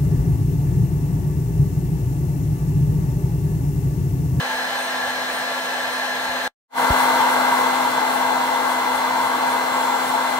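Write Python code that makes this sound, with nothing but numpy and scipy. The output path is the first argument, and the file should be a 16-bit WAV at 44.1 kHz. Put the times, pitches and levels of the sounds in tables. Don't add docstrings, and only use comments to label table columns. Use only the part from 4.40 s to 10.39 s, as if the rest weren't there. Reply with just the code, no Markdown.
import sys
import numpy as np
from scipy import signal
from scipy.io import wavfile
from scipy.ndimage import uniform_filter1d

SR = 44100
rng = np.random.default_rng(int(sys.argv[2]) if len(sys.argv) > 2 else 0)


def wav_record(signal):
    frames = np.transpose(np.atleast_2d(signal))
    bounded = np.clip(frames, -1, 1)
    quanta = np.round(bounded * 32767).astype(np.int16)
    wavfile.write(sys.argv[1], SR, quanta)


N = 264159


# (frequency [Hz], left [dB per Hz], right [dB per Hz], left-right likeness [0-1], lead [rad])
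FAR_ROAR = [(40, -82, -85, 0.7, 0), (108, -79, -80, 0.53, 0.2), (221, -69.5, -70, 0.85, -0.6),
            (352, -71, -72, 0.47, 0.5), (400, -66, -68, 0.69, -0.7), (684, -61.0, -60.5, 0.82, 0.06),
            (879, -56.5, -58, 0.49, -0.1), (947, -61.0, -58, 0.1, 0.5), (1150, -59, -61.5, 0.94, 0.6),
            (1310, -64, -64, 0.3, -1.5), (1448, -67, -63.5, 0.4, 1.2), (1654, -52.5, -55.5, 0.86, 1.15),
            (1718, -53, -54, 0.99, 0.57), (1895, -65.5, -62.5, 0.52, 0.8), (2127, -65.5, -67, 0.45, 3.5)]
NEAR_ROAR = [(40, -91, -99, 0.6, -5), (105, -76, -76.5, 0.54, 0), (298, -66, -63.5, 0.83, -0.2),
             (407, -65.5, -66, 0.81, 0.3), (457, -58.5, -59, 0.7, 0.34), (494, -61, -61.5, 0.98, 0.4),
             (704, -55, -56.5, 0.34, 1.5), (860, -44.5, -53.5, 0.76, 1.8), (954, -47.5, -47.5, 0.99, 0.18),
             (1108, -50.5, -54.5, 0.83, 0.63), (1215, -56.5, -54.5, 0.74, 0.44),
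             (1263, -59.5, -60, 0.52, 1), (1434, -56, -61, 0.84, 1.3), (1560, -51.5, -52.5, 0.72, 1.84),
             (1784, -56.0, -61, 0.86, 2.5), (1930, -63, -64, 0.32, -3.0), (2133, -64.5, -61.5, 0.87, 0.6)]
# (frequency [Hz], left [dB per Hz], right [dB per Hz], left-right likeness [0-1], lead [rad])
FAR_HISS = [(2143, -67.5, -67.5, 0.36, 0.8), (2730, -69, -69, 0.23, -3.0), (3020, -63.5, -66, 0.44, 2),
            (4840, -73, -75, 0.06, -3.5), (5050, -74, -76, 0.12, 1), (5421, -73.5, -74.5, 0.18, 0.3),
            (7214, -78, -81, 0.05, -2), (7639, -78.5, -75.0, 0.03, -0.7), (9820, -79.0, -82, 0.08, 2),
            (10309, -86.5, -87.5, 0.23, 2), (10720, -79.5, -81.5, 0.09, 0.1),
            (11725, -82.0, -84, 0.08, 1.5), (14734, -81.5, -81.5, 0.06, 3), (15595, -85.5, -84.5, 0.47, 1)]
NEAR_HISS = [(2125, -65.5, -62, 0.29, 2), (2476, -69.5, -70.5, 0.43, -2), (2830, -64, -68.5, 0.54, -3.5),
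             (3246, -69, -68.5, 0.36, -1.2), (3470, -64.0, -65.5, 0.27, -2), (3849, -73, -73.5, 0.11, -3.5),
             (4480, -72, -69.5, 0.26, -2), (4870, -75.5, -78.5, 0.11, -0.8),
             (5992, -75.5, -75.0, 0.04, 1.0), (9195, -79, -76.5, 0.16, -0.2),
             (9878, -75.5, -81.0, 0.26, 0.2), (10309, -83.0, -87.0, 0.43, 0.1),
             (10917, -81.5, -83, 0.17, -1), (15595, -81.5, -80.5, 0.53, -1)]
# (frequency [Hz], width [Hz], far boost [dB], near boost [dB])
FRAME_RESONANCES = [(501, 24, 4, 4.5), (569, 20, 6.5, -0.5), (676, 40, 7.5, 4.5), (815, 15, 10.5, 2),
                    (884, 17, 8, 5), (937, 20, -6, 5), (1648, 40, 4, -0.5), (1741, 27, 4, 0.5),
                    (3530, 100, 3, 0), (6420, 190, 5, 0.5)]

SHAFT_MULTIPLES = [1, 2, *range(4, 13, 4), *range(16, 41, 4), 48]
# (far left [dB], far right [dB], far lead [rad], near left [dB], near right [dB], near lead [rad])
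SHAFT_TONES = [(-42, -42, 0.2, -35, -37, 0.6), (-48, -48, -0.2, -44, -57, 0.2),
               (-47, -39, -0.4, -51, -44, 0.6), (-35, -40, 3.1, -36, -42, 0.3),
               (-60, -54, -0.6, -55, -57, 3.0), (-38, -39, 2.0, -39, -50, -1.0),
               (-52, -57, 0.6, -63, -65, 0.9), (-50, -61, -1.5, -57, -62, 1.4),
               (-70, -61, 1.0, -63, -59, -1.6), (-64, -65, 2.8, -62, -63, 0.2),
               (-68, -66, -1.6, -64, -62, -1.5), (-65, -67, 0.6, -63, -65, 0.2),
               (-65, -67, 0.4, -62, -67, 0.3)]
# (far left [dB], far right [dB], far lead [rad], near left [dB], near right [dB], near lead [rad])
INVERTER_SIDEBANDS = [(-46, -53, 2.3, -48, -48, 1.2), (-55, -50, 0.5, -63, -50, -0.4),
                      (-56, -62, -0.0, -58, -62, -2.4), (-70, -61, 1.8, -54, -55, -0.2),
                      (-66, -62, -1.6, -62, -66, -0.6), (-68, -70, -1.9, -55, -62, 0.2),
                      (-63, -70, -2.3, -61, -62, -0.1), (-70, -70, -3.1, -62, -62, 2.3),
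                      (-63, -61, -0.9, -55, -53, -2.9), (-58, -59, -2.5, -64, -54, -0.6),
                      (-65, -64, -0.6, -53, -53, 0.3), (-64, -58, -1.7, -51, -58, -1.8)]
# (frequency [Hz],
# far left [dB], far right [dB], far lead [rad], near left [dB], near right [dB], near lead [rad])
LOOSE_TONES = [(682, -43, -44, 0.2, -39, -42, 0.7), (1364, -38, -41, 0.8, -36, -39, -0.0),
               (2377, -50, -54, 1.4, -52, -56, 0.7), (2584, -58, -59, 2.8, -50, -54, -1.2),
               (3768, -54, -58, 1.2, -53, -52, 0.1), (4323, -56, -64, -2.7, -59, -54, 1.5),
               (8258, -67, -58, -2.4, -60, -56, -2.1), (8398, -59, -56, 1.2, -55, -51, 2.7),
               (9351, -66, -70, -0.5, -61, -58, -0.2), (11009, -68, -69, 0.6, -60, -62, 0.8)]

# (time [s], level [dB])
SQUEAKS = [(.151, -51), (.423, -43), (.684, -50), (.968, -46), (1.239, -54), (1.547, -46), (1.832, -50),
           (2.4, -46), (2.623, -43), (2.927, -46), (3.191, -44.5), (3.465, -51), (3.739, -43.5),
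           (4.067, -49), (4.311, -44.5), (4.564, -47), (4.847, -45.5), (5.117, -45), (5.427, -48),
           (5.68, -44), (5.929, -50)]
SQUEAK_HZ = [8780, 9100, 9822, 10022, 12500, 14980]
# (width [Hz], far level [dB], near level [dB])
SQUEAK_MODES = [(70, -1, -9), (800, -7, -8), (50, -15, -4), (45, -10.5, -5.5), (100, -17, -8.5),
                (150, -14, -8)]
# (middle [s], half length [s], frequency [Hz], width [Hz], level [dB])
NOISE_SWELLS = [(.575, .045, 820, 200, -32), (2.5, .3, 11500, 6000, -47), (5.5, .2, 7450, 900, -43.5)]
# (time [s], level [dB])
BUMP = (2.5038, -11.5)

SHAFT_HZ, INVERTER_HZ = 254.4, 14551.5
INVERTER_OFFSETS = range(-40, 5, 4)
FAR_PLACE, NEAR_PLACE = range(2)
MOVE_S = 2.2
CUT_S, CUT_DROP_DB, FALL_DB_PER_S = 2.0785, -16, -950
FADE_START_S, FADE_S, FADE_POWER = 2.2697, 0.11, 4.2
SURGE_DB, SURGE_RISE_S, SURGE_SETTLE_S = 4, 0.057, 1.08
EDGE_HZ = 15730

T = np.arange(N) / SR
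NEAR = T > MOVE_S


def gain_of(db):
    return 10 ** (np.asarray(db) / 20)


def evened(x):
    return x / np.sqrt(np.mean(x ** 2) + 1e-20)


def drift(seconds, count=1):
    knots = rng.standard_normal((count, N // 64 + 2))
    size = max(round(seconds * SR / 64), 1)
    smooth = uniform_filter1d(knots, size, mode="wrap")
    smooth = uniform_filter1d(smooth, size, mode="wrap")
    return np.array([np.interp(np.arange(N) / 64, np.arange(len(k)), evened(k)) for k in smooth])


def resonate(x, hz, width):
    turn = np.exp(2j * np.pi * hz * T)
    r = np.exp(-np.pi * width / SR)
    smooth = signal.lfilter([1 - r], [1, -r], x / turn)
    return 2 * (turn * smooth).real


def frame_boost(place):
    def boost_db(hz):
        return sum(row[2 + place] / (1 + (2 * (hz - row[0]) / row[1]) ** 2) for row in FRAME_RESONANCES)
    return boost_db


def stereo_noise(rows, inside, boost_db, ripple_db, patchy_db, size=2048):
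    hz = np.fft.rfftfreq(size, 1 / SR)
    knots, left_db, right_db, same, lead = np.transpose(rows)
    columns = left_db, right_db, np.clip(same, 0, 1) * np.exp(-1j * lead)
    left_db, right_db, same = (np.interp(np.log(hz + 1), np.log(knots), c) for c in columns)

    a, b, c, d, patches = rng.standard_normal((N * 4 // size + 5, len(hz), 5)).T
    patches = evened(uniform_filter1d(uniform_filter1d(patches, 14, 0), 4, 1))
    ripple = evened(uniform_filter1d(rng.standard_normal((2, len(hz))), 3))

    same, left = same[:, None], a + 1j * b
    right = same * left + np.sqrt(abs(1 - abs(same) ** 2)) * (c + 1j * d)
    low_patchy_db = 6.5 / (1 + (hz[:, None] / 90) ** 4)
    plain = gain_of([left_db, right_db] + boost_db(hz)) * inside(hz)
    fixed_gain = (plain * gain_of(ripple_db * ripple))[:, :, None]
    spectra = np.array([left, right]) * fixed_gain * gain_of((patchy_db + low_patchy_db) * patches)

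    sound = signal.istft(spectra, nperseg=size, noverlap=size * 3 // 4)[1][:, :N]
    rms = np.sqrt(np.mean(np.sum(plain ** 2, axis=1)) * hz[1])
    return evened(sound) * rms


def roar(rows, place, ripple_db):
    def inside(hz):
        return (hz < rows[-1][0]) * hz ** 2 / (hz ** 2 + 30 ** 2)
    return stereo_noise(rows, inside, frame_boost(place), ripple_db, patchy_db=0.7, size=4096)


def hiss(rows, place, ripple_db):
    def inside(hz):
        return hz >= rows[0][0]
    air = stereo_noise(rows, inside, frame_boost(place), ripple_db, patchy_db=1.03)
    return air * (1 + 0.057 * np.cos(2 * np.pi * SHAFT_HZ * T))


def tones(angles, rows, waver_db, fuzz, waver_s=.05):
    out = np.zeros((2, N))
    wavers, wanders = drift(waver_s, count=len(rows)), drift(.04, count=len(rows))
    for steady, heard, waver, wander in zip(angles, rows, wavers, wanders):
        far, near = np.c_[list(heard[-6:-3])], np.c_[list(heard[-3:])]
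        left_db, right_db, lead = np.where(NEAR, near, far)
        angle = steady + fuzz * wander + 2 * np.pi * rng.random()
        level = evened(gain_of(waver_db * waver)) * gain_of([left_db, right_db])
        out += np.sqrt(2) * level * np.cos([angle, angle - lead])
    return out


def motor():
    shaft = 2 * np.pi * np.cumsum(SHAFT_HZ + 0.0615 * drift(0.27)[0]) / SR
    inverter = 2 * np.pi * INVERTER_HZ * T
    orders = [k * shaft for k in SHAFT_MULTIPLES]
    sidebands = [inverter + k * shaft for k in INVERTER_OFFSETS]
    loose = [2 * np.pi * row[0] * T for row in LOOSE_TONES]
    return (tones(orders, SHAFT_TONES, waver_db=0.9, fuzz=0.11)
            + tones(sidebands, INVERTER_SIDEBANDS, waver_db=1.7, fuzz=.35, waver_s=.09)
            + tones(loose, LOOSE_TONES, waver_db=1.5, fuzz=0.73))


def squeaks():
    strokes = sum(gain_of(db) * np.exp(-.5 * ((T - s) / 0.034) ** 2) for s, db in SQUEAKS)
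    shared, left, right = rng.standard_normal((3, N))
    rub = np.array([left, right]) + 1.3 * shared
    rings = np.zeros((2, N))
    for hz, (width, far_db, near_db) in zip(SQUEAK_HZ, SQUEAK_MODES):
        ring = evened(resonate(resonate(rub, hz, width), hz, width))
        rings += gain_of(np.where(NEAR, near_db, far_db)) * ring
    scrape = evened(resonate(rub, 8700, 6000)) * gain_of(np.where(NEAR, 2.5, -3.5))
    return strokes * (rings + scrape)


def noise_swell(s, length, hz, width, db):
    noise = rng.standard_normal((2, N))
    band = evened(resonate(resonate(noise, hz, width), hz, width))
    return gain_of(db) * band * np.exp(-.5 * ((T - s) / length) ** 4)


def level():
    cut = gain_of(np.where(T > CUT_S, CUT_DROP_DB + FALL_DB_PER_S * (T - CUT_S), 0))
    fade = np.clip((T - FADE_START_S) / FADE_S, 0, 1) ** FADE_POWER
    since = np.maximum(T - FADE_START_S - FADE_S, 0)
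    surge_db = SURGE_DB * (1 - np.exp(-since / SURGE_RISE_S)) * np.exp(-(since / SURGE_SETTLE_S) ** 2)
    return np.where(NEAR, fade * gain_of(surge_db), cut)


def bump():
    s, level_db = BUMP
    u = np.maximum(T - s, 0)
    turns = (u / .0117) ** .6
    dying = np.exp(-u / .018 - (u / .024) ** 6) * (1 - np.exp(-u / .002))
    push = .7 * np.exp(-.5 * ((T - s - .0018) / .0005) ** 2)
    return gain_of(level_db) * (np.sin(2 * np.pi * turns) * dying + push)


def scene():
    far = roar(FAR_ROAR, FAR_PLACE, ripple_db=2.2) + hiss(FAR_HISS, FAR_PLACE, ripple_db=2.2)
    near = roar(NEAR_ROAR, NEAR_PLACE, ripple_db=1.2) + hiss(NEAR_HISS, NEAR_PLACE, ripple_db=1.8)
    machine = np.where(NEAR, near, far) + motor() + squeaks()
    machine = machine + sum(noise_swell(*row) for row in NOISE_SWELLS)
    return machine * level() + bump()


def record(dry):
    thinned = signal.lfilter(*signal.butter(1, 12, "high", fs=SR), dry)
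    band_limit = signal.firwin(2047, EDGE_HZ, window=("kaiser", 9), fs=SR)
    return signal.oaconvolve(thinned, band_limit[None], "same")


dry = scene()
out = record(dry)
wav_record(out)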